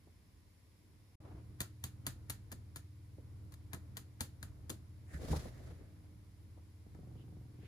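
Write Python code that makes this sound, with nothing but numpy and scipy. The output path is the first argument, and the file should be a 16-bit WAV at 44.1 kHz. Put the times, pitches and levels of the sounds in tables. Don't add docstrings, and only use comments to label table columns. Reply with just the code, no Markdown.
import sys
import numpy as np
from scipy import signal
from scipy.fft import rfft, irfft, next_fast_len
from scipy.io import wavfile
from scipy.ndimage import uniform_filter1d, map_coordinates

SR = 44100
rng = np.random.default_rng(int(sys.argv[2]) if len(sys.argv) > 2 else 0)


def log_audio(samples):
    frames = np.atleast_2d(samples).T
    limited = np.clip(frames, -1, 1)
    pcm = np.round(limited * 32767).astype(np.int16)
    wavfile.write(sys.argv[1], SR, pcm)


N = 338247

# (start [s], end [s])
DROPOUT_S = (1.155, 1.203)


def amp(db):
    return 10 ** (np.asarray(db) / 20)


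def unit(x):
    return x / np.sqrt(np.mean(x ** 2) + 1e-20)


def along(points, hz):
    f, v = np.transpose(points)
    return np.interp(np.log(hz + 1), np.log(f + 1), v)


def colour(points):
    return lambda f: amp(along(points, f))


def wobble(knots_per_s):
    knots = rng.standard_normal(int(N * knots_per_s / SR) + 4)
    return map_coordinates(knots, [np.arange(N) * knots_per_s / SR])


def filtered(x, response):
    n = x.shape[-1]
    m = next_fast_len(n + SR // 10)
    return irfft(rfft(x, m) * response(np.fft.rfftfreq(m, 1 / SR)), m)[..., :n]


def resonances(modes, f):
    total = 0
    for k, (centre, width, db) in enumerate(modes):
        damping = 1j * f * width
        total = total + (-1) ** k * amp(db) * damping / (centre * centre - f * f + damping)
    return total


# (frequency [Hz], left-right correlation [1])
ALIKENESS = [(50, 0.7), (150, 0.72), (300, 0.73), (600, 0.48), (1000, 0.094), (2000, 0.066)]


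def diffuse(response, size=N):
    def mid_side(f):
        angle = np.arccos(np.clip(along(ALIKENESS, f), -1, 1)) / 2
        return response(f) * np.array([np.cos(angle), np.sin(angle)])

    mid, side = filtered(rng.standard_normal((2, size)), mid_side)
    return unit(np.array([mid + side, mid - side]))


def burst(t, rise_s, t60_s):
    t = np.maximum(t, 0)
    return (1 - np.exp(-(t / rise_s) ** 2)) * 1000.0 ** (-t / t60_s)


def thud(modes, t, rise_s):
    total = 0
    for hz, db, t60_s in modes:
        gain = amp(db + rng.normal(0, 1))
        mode_hz = hz * (1 + rng.normal(0, 0.019))
        total = total + gain * burst(t, rise_s, t60_s) * np.sin(2 * np.pi * mode_hz * t)
    return total


def add(track, s, sound):
    part = track[:, round(s * SR):][:, :sound.shape[-1]]
    part += sound[..., :part.shape[1]]


def stretches(rows, blend_s):
    starts, *cols = np.transpose(rows)
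    current = np.searchsorted(starts[1:], np.arange(N) / SR)
    return [uniform_filter1d(c[current], size=round(blend_s * SR)) for c in cols]


# (start [s], rumble [dB], mains hum [dB], motor hum [dB])
BACKGROUND = [(0, -65.5, -92, -71), (1.18, -60, -59.5, -59.5), (5.75, -61.5, -76, -61.5),
              (6.92, -60.5, -57.5, -62)]
# (frequency [Hz], relative level [dB])
MOTOR_PARTIALS = [(82.5, 1.5), (100, 0), (195, -18), (301, -12.5), (332, -23), (452, -30)]
# (frequency [Hz], relative density [dB/Hz])
RUMBLE_SPECTRUM = [(12, -40), (22, -24.5), (45, -0.5), (60, 0), (110, -3.5), (160, -6.5), (240, -14.5),
                   (320, -16), (450, -24.5), (750, -31), (1500, -34.5), (3000, -73)]
# (frequency [Hz], relative density [dB/Hz])
HISS_SPECTRUM = [(300, 12), (800, 0), (1020, 6), (1300, -2.5), (2100, 4), (2700, -2), (5200, -1),
                 (6500, -5.5), (9000, -3.5), (11000, -3), (14000, -7.5), (15000, -14), (16000, -40)]
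MAINS_HZ, WHINE_HZ, WHINE_WIDTH_HZ = 120, 5180, 18
WHINE_DB, HISS_DB = -91.5, -72.5


def room():
    rumble_db, mains_db, motor_db = stretches(BACKGROUND, blend_s=0.1)
    t = np.arange(N) / SR

    def tone(hz):
        swell = amp(1.2 * wobble(3.3))
        return np.sqrt(2) * swell * np.sin(2 * np.pi * hz * t + 0.43 * wobble(2.95))

    mains = amp(mains_db) * tone(MAINS_HZ)
    motor = amp(motor_db) * sum(amp(db) * tone(hz) for hz, db in MOTOR_PARTIALS)
    whine_band = diffuse(lambda f: np.exp(-((f - WHINE_HZ) / WHINE_WIDTH_HZ) ** 2))
    whine = amp(WHINE_DB) * (t < DROPOUT_S[0]) * whine_band
    rumble = amp(rumble_db + 2.1 * wobble(4.6)) * diffuse(colour(RUMBLE_SPECTRUM))
    hiss = amp(HISS_DB) * diffuse(colour(HISS_SPECTRUM))
    return mains + motor + whine + rumble + hiss


# (frequency [Hz], width [Hz], level [dB])
CHEST_MODES = [(137.4, 31.5, 6.5), (209, 130, -4.5), (338, 70, -10), (506, 160, -22), (732, 44, -15)]
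PURR_S, PURR_HZ, PURR_SAG_HZ_PER_S, PURR_DB = 6.949, 24.66, 3.5, -58
LULL_S, LULL_LENGTH_S, LULL_DB = 7.49, 0.12, 6
PURR_UNEVEN_DB, RASP_DB, RASP_CYCLES = 2, -7, 0.6


def purr():
    start = round(PURR_S * SR)
    age = np.arange(N - start) / SR
    cycle = np.cumsum(PURR_HZ - PURR_SAG_HZ_PER_S * age) / SR
    lull = np.exp(-((PURR_S + age - LULL_S) / LULL_LENGTH_S) ** 2)
    level_db = PURR_DB - LULL_DB * lull
    beats = np.flatnonzero(np.diff(np.floor(cycle), prepend=-1))
    pulses = np.zeros(len(age))
    pulses[beats] = amp(rng.normal(0, PURR_UNEVEN_DB, len(beats)))
    fur = lambda f: 1 / np.sqrt(1 + (f / 950) ** 8)
    voice = unit(filtered(pulses, lambda f: resonances(CHEST_MODES, f) * fur(f)))
    rasp_spectrum = colour([(100, -22), (300, 25), (800, -2), (1200, -17), (4000, -40)])
    rasp = unit(diffuse(rasp_spectrum, size=len(age)) * np.exp(-(cycle % 1) / RASP_CYCLES))
    out = np.zeros((2, N))
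    out[:, start:] = amp(level_db) * (voice + amp(RASP_DB) * rasp)
    return out


# (peak time [s], drag level [dB], rise [s], fall [s])
STROKES = [(5.146, -52.5, 0.044, 0.076), (5.221, -49, 0.014, 0.077), (5.296, -44.5, 0.021, 0.056),
           (5.361, -45.5, 0.069, 0.13), (5.66, -55.5, 0.19, .19), (6.048, -67, .01, .025)]
# (frequency [Hz], relative density [dB/Hz])
DRAG_SPECTRUM = [(60, 4.5), (120, 2), (300, -8), (640, -9.5), (800, -20), (1100, -21.5), (2000, -19),
                 (2800, -30), (6000, -53)]
# (frequency [Hz], relative density [dB/Hz])
FIBRE_SPECTRUM = [(710, -16), (1200, -9), (2400, -19), (3870, -10.5), (8630, -16.5), (10000, -17.5),
                  (11800, -16), (13500, -22), (16000, -33)]
# (time [s], level [dB], length [s], centre [Hz], width [Hz])
LIGHT_BRUSHES = [(1.307, -59, 0.11, 337, 650), (5.154, -57.5, 0.022, 1690, 450),
                 (5.109, -66, 0.025, 1760, 700), (5.15, -70, 0.068, 7950, 5000),
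                 (7.21, -77, 0.039, 3030, 890), (7.66, -72.5, .09, 2070, 2037)]
HARD_DRAG_DB, FIBRE_DB = -45, -53
FIBRE_GROWS_DB_PER_DB, BRUSH_ROUGH_DB = 1.65, 2


def rustle():
    t = np.arange(N) / SR
    strokes = [amp(db) * np.exp(-np.maximum((s - t) / rise_s, (t - s) / fall_s))
               for s, db, rise_s, fall_s in STROKES]
    effort = np.linalg.norm(strokes, axis=0)
    catch = wobble(70)
    drag = effort * amp(2 * catch) * diffuse(colour(DRAG_SPECTRUM))
    hardness = (effort / amp(HARD_DRAG_DB)) ** FIBRE_GROWS_DB_PER_DB
    roughness_db = 1.8 * catch + 1.0 * wobble(600)
    fibres = hardness * amp(FIBRE_DB + roughness_db) * diffuse(colour(FIBRE_SPECTRUM))
    out = drag + fibres
    for s, db, length_s, hz, width_hz in LIGHT_BRUSHES:
        stroke = np.exp(-((t - s) / length_s) ** 2)
        band = diffuse(lambda f: resonances([(hz, width_hz, 0)], f) ** 2)
        out += amp(db + BRUSH_ROUGH_DB * catch) * stroke * band
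    return out


# (time [s], thud level [dB], pat level before PAT_TRIM_DB [dB], cutoff [Hz])
LAP_BUMPS = [(.071, -75, -54.5, 800), (1.336, -42, -61, 480), (3.181, -71, -44.5, 550),
             (5.14, -34.5, -51, 400), (5.189, -55, -44.5, 650), (5.215, -48, -40, 700),
             (5.234, -41, -37, 595), (5.284, -33.5, -36.5, 796), (5.303, -24.5, -29.5, 317),
             (5.328, -32, -28.5, 1170), (5.356, -32, -52, 700), (5.453, -54, -39, 734),
             (5.602, -47.5, -46.5, 604), (5.707, -42.5, -51, 650), (5.81, -51, -48, 650),
             (6.572, -66, -52, 950), (6.863, -50.5, -53, 626)]
# (frequency [Hz], level [dB], t60 [s])
LAP_MODES = [(69.6, 2.5, 0.21), (100, -21.5, 0.24), (158, 0, 0.11), (290, -4.5, 0.068)]
# (frequency [Hz], relative density [dB/Hz])
PAT_SPECTRUM = [(60, -31), (150, 6.5), (300, 11), (550, 6.5), (1200, 4), (5000, -46)]
PAT_TRIM_DB = -7.5


def bumps():
    out, t = np.zeros((2, N)), np.arange(SR // 2) / SR
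    for s, thud_db, pat_db, cutoff_hz in LAP_BUMPS:
        muffled = lambda f: amp(along(PAT_SPECTRUM, f)) / np.sqrt(1 + (f / cutoff_hz) ** 8)
        envelope = burst(t, 0.0011, 0.091) + amp(-16) * burst(t, 0.0059, 0.33)
        pat = diffuse(muffled, size=len(t)) * envelope
        lap = thud(LAP_MODES, t, rise_s=0.011)
        add(out, s, amp(thud_db) * lap + amp(pat_db + PAT_TRIM_DB) * pat)
    return out


# (frequency [Hz], t60 [s])
WALL_DECAY = [(150, 0.14), (1500, 0.23), (5000, 0.2), (14000, 0.15)]


def reverb(spectrum, t):
    hz, age, z = signal.stft(diffuse(spectrum, size=len(t)), SR, nperseg=256)
    decay = 1000.0 ** (-age / along(WALL_DECAY, hz)[:, None])
    tail = signal.istft(z * decay, SR, nperseg=256)[1][:, :len(t)]
    tail = tail * np.clip(t / 0.00073 - 1, 0, 1)
    return tail / np.linalg.norm(tail[0])


# (delay [s], level [dB])
TABLE_ECHOES = [(.0018, -25), (.0047, -20.5), (0.0096, -30.5)]


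def under_table(x):
    def response(f):
        return 1 + sum(amp(db) * np.exp(-2j * np.pi * f * s) for s, db in TABLE_ECHOES)

    return filtered(x, response)


def from_left(x, pan_db, lead_ms):
    side = np.array([[.5], [-.5]])
    return amp(side * pan_db) * filtered(x, lambda f: np.exp(2j * np.pi * f * side * lead_ms / 10 ** 3))


# (time [s], level [dB], knock re snap before KNOCK_TRIM_DB [dB], soft push level [dB],
#               delay of next finger [s], its relative level [dB])
FINGER_TAPS = [(1.6042, -28, -0.5, -46, 0.0093, -6.5), (1.8392, -32, -2, -51.5, .0083, -23),
               (2.066, -29.5, 3.5, -47.5, 0.0056, -13), (2.2975, -32, -0.5, -56, 0.0043, -2.5),
               (2.5166, -42, 5, -48.5, 0.0068, -0.5), (2.7593, -38.5, 0.5, -55.5, 0.0083, -7),
               (3.521, -53, 3, -64, 0.018, 2), (3.732, -38.5, 8, -46, 0.012, -6),
               (3.969, -35, 0.5, -53, 0.005, -7.5), (4.2066, -29.5, -1.5, -45, 0.0061, -9.5),
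               (4.4275, -40.5, 4, -54.5, 0.0043, -12), (4.695, -39.5, -4, -41.5, 0.0046, 7),
               (6.9474, -67.5, 10, -59, .002, -20)]
# (frequency [Hz], relative density [dB/Hz])
SNAP_SPECTRUM = [(200, 2.5), (600, -3), (2000, -5.5), (2800, -2), (4500, 3.5), (5600, -3.5), (6600, 5),
                 (7800, 4), (10200, 4.5), (13000, 3.5), (14400, 4), (16000, -20)]
# (frequency [Hz], width [Hz], level [dB])
HOLLOW_MODES = [(660, 140, -12.5), (1022, 280, -9), (1338, 150, -3.5), (1800, 285, -5.5), (2450, 70, -15.5)]
# (frequency [Hz], relative density [dB/Hz])
PUSH_SPECTRUM = [(60, -12), (160, 0.5), (300, -2.5), (450, -12.5), (800, -19.5), (1500, -24), (5000, -64)]
# (frequency [Hz], level [dB], t60 [s])
THIGH_MODES = [(89, 6, 0.079), (120.3, 4, 0.072), (178, -4, 0.048), (276, -10, 0.062)]
SNAP_T60_S, NEXT_T60_S = 0.02, 0.027
KNOCK_TRIM_DB = 8
FIRM_DB, THUD_DB, THUD_GROWS_DB_PER_DB = -28.5, -36.5, 0.66
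PAN_DB, DRIFT_DB_PER_S = 0.5, 1.32


def taps():
    out = np.zeros((2, N))
    t = np.arange(int(.3 * SR)) / SR - .02
    hollow = lambda f: resonances(HOLLOW_MODES, f)
    snap_colour = colour(SNAP_SPECTRUM)
    for s, db, knock_db, push_db, delay_s, next_db in FINGER_TAPS:
        pan_db = PAN_DB + DRIFT_DB_PER_S * s
        first = burst(t, 0.00054, SNAP_T60_S)
        second = amp(next_db) * burst(t - delay_s, 0.00082, NEXT_T60_S)
        contact = np.hypot(first, second)
        graze = np.exp(-np.abs(t) / 0.0068)
        crackle = amp(1.57 * rng.standard_normal((2, len(t))))
        fibres = unit(rng.standard_normal((2, len(t))) * crackle)
        snap = filtered((contact + amp(-35) * graze) * fibres[0], snap_colour)
        knock = filtered((contact + amp(-16.5) * graze) * fibres[1], hollow)
        knock = amp(knock_db + KNOCK_TRIM_DB) * knock

        snap_pair = from_left(snap, pan_db, lead_ms=0.1856)
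        knock_pair = from_left(knock, pan_db + 6.5, lead_ms=0.26)
        near = under_table(snap_pair + knock_pair)
        snap_wash = amp(-6.0) * np.linalg.norm(snap) * reverb(snap_colour, t)
        knock_wash = amp(-4) * np.linalg.norm(knock) * reverb(hollow, t)

        push_envelope = burst(t, 0.0065, 0.068) + amp(-4.0) * burst(t, 0.0033, 0.23)
        push = diffuse(colour(PUSH_SPECTRUM), size=len(t)) * push_envelope
        thigh_db = THUD_DB + THUD_GROWS_DB_PER_DB * (db - FIRM_DB)
        thigh = amp(thigh_db) * thud(THIGH_MODES, t - .002, rise_s=0.0056)
        tap = amp(db) * (near + snap_wash + knock_wash)
        add(out, s + t[0], tap + amp(push_db) * push + thigh)
    return out


def scene():
    return room() + purr() + rustle() + bumps() + taps()


TOP_HZ = 16300


def record(dry):
    share = lambda f: np.pi / 2 * np.clip((f - 6500) / 3000, 0, .86)
    late = lambda f: np.exp(-2j * np.pi * f * .000297)
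    own = filtered(dry[0], lambda f: np.cos(share(f)))
    shared = filtered(dry[1], lambda f: np.sin(share(f)) * late(f))
    highpass = signal.butter(2, 30, "high", fs=SR, output="sos")
    pair = signal.sosfilt(highpass, [own + shared, dry[1]])
    t = np.arange(N) / SR
    live = 1.0 * ((t < DROPOUT_S[0]) | (t > DROPOUT_S[1]))
    gate = uniform_filter1d(live, size=128)
    return filtered(pair * gate, lambda f: f < TOP_HZ)


dry = scene()
out = record(dry)
log_audio(out)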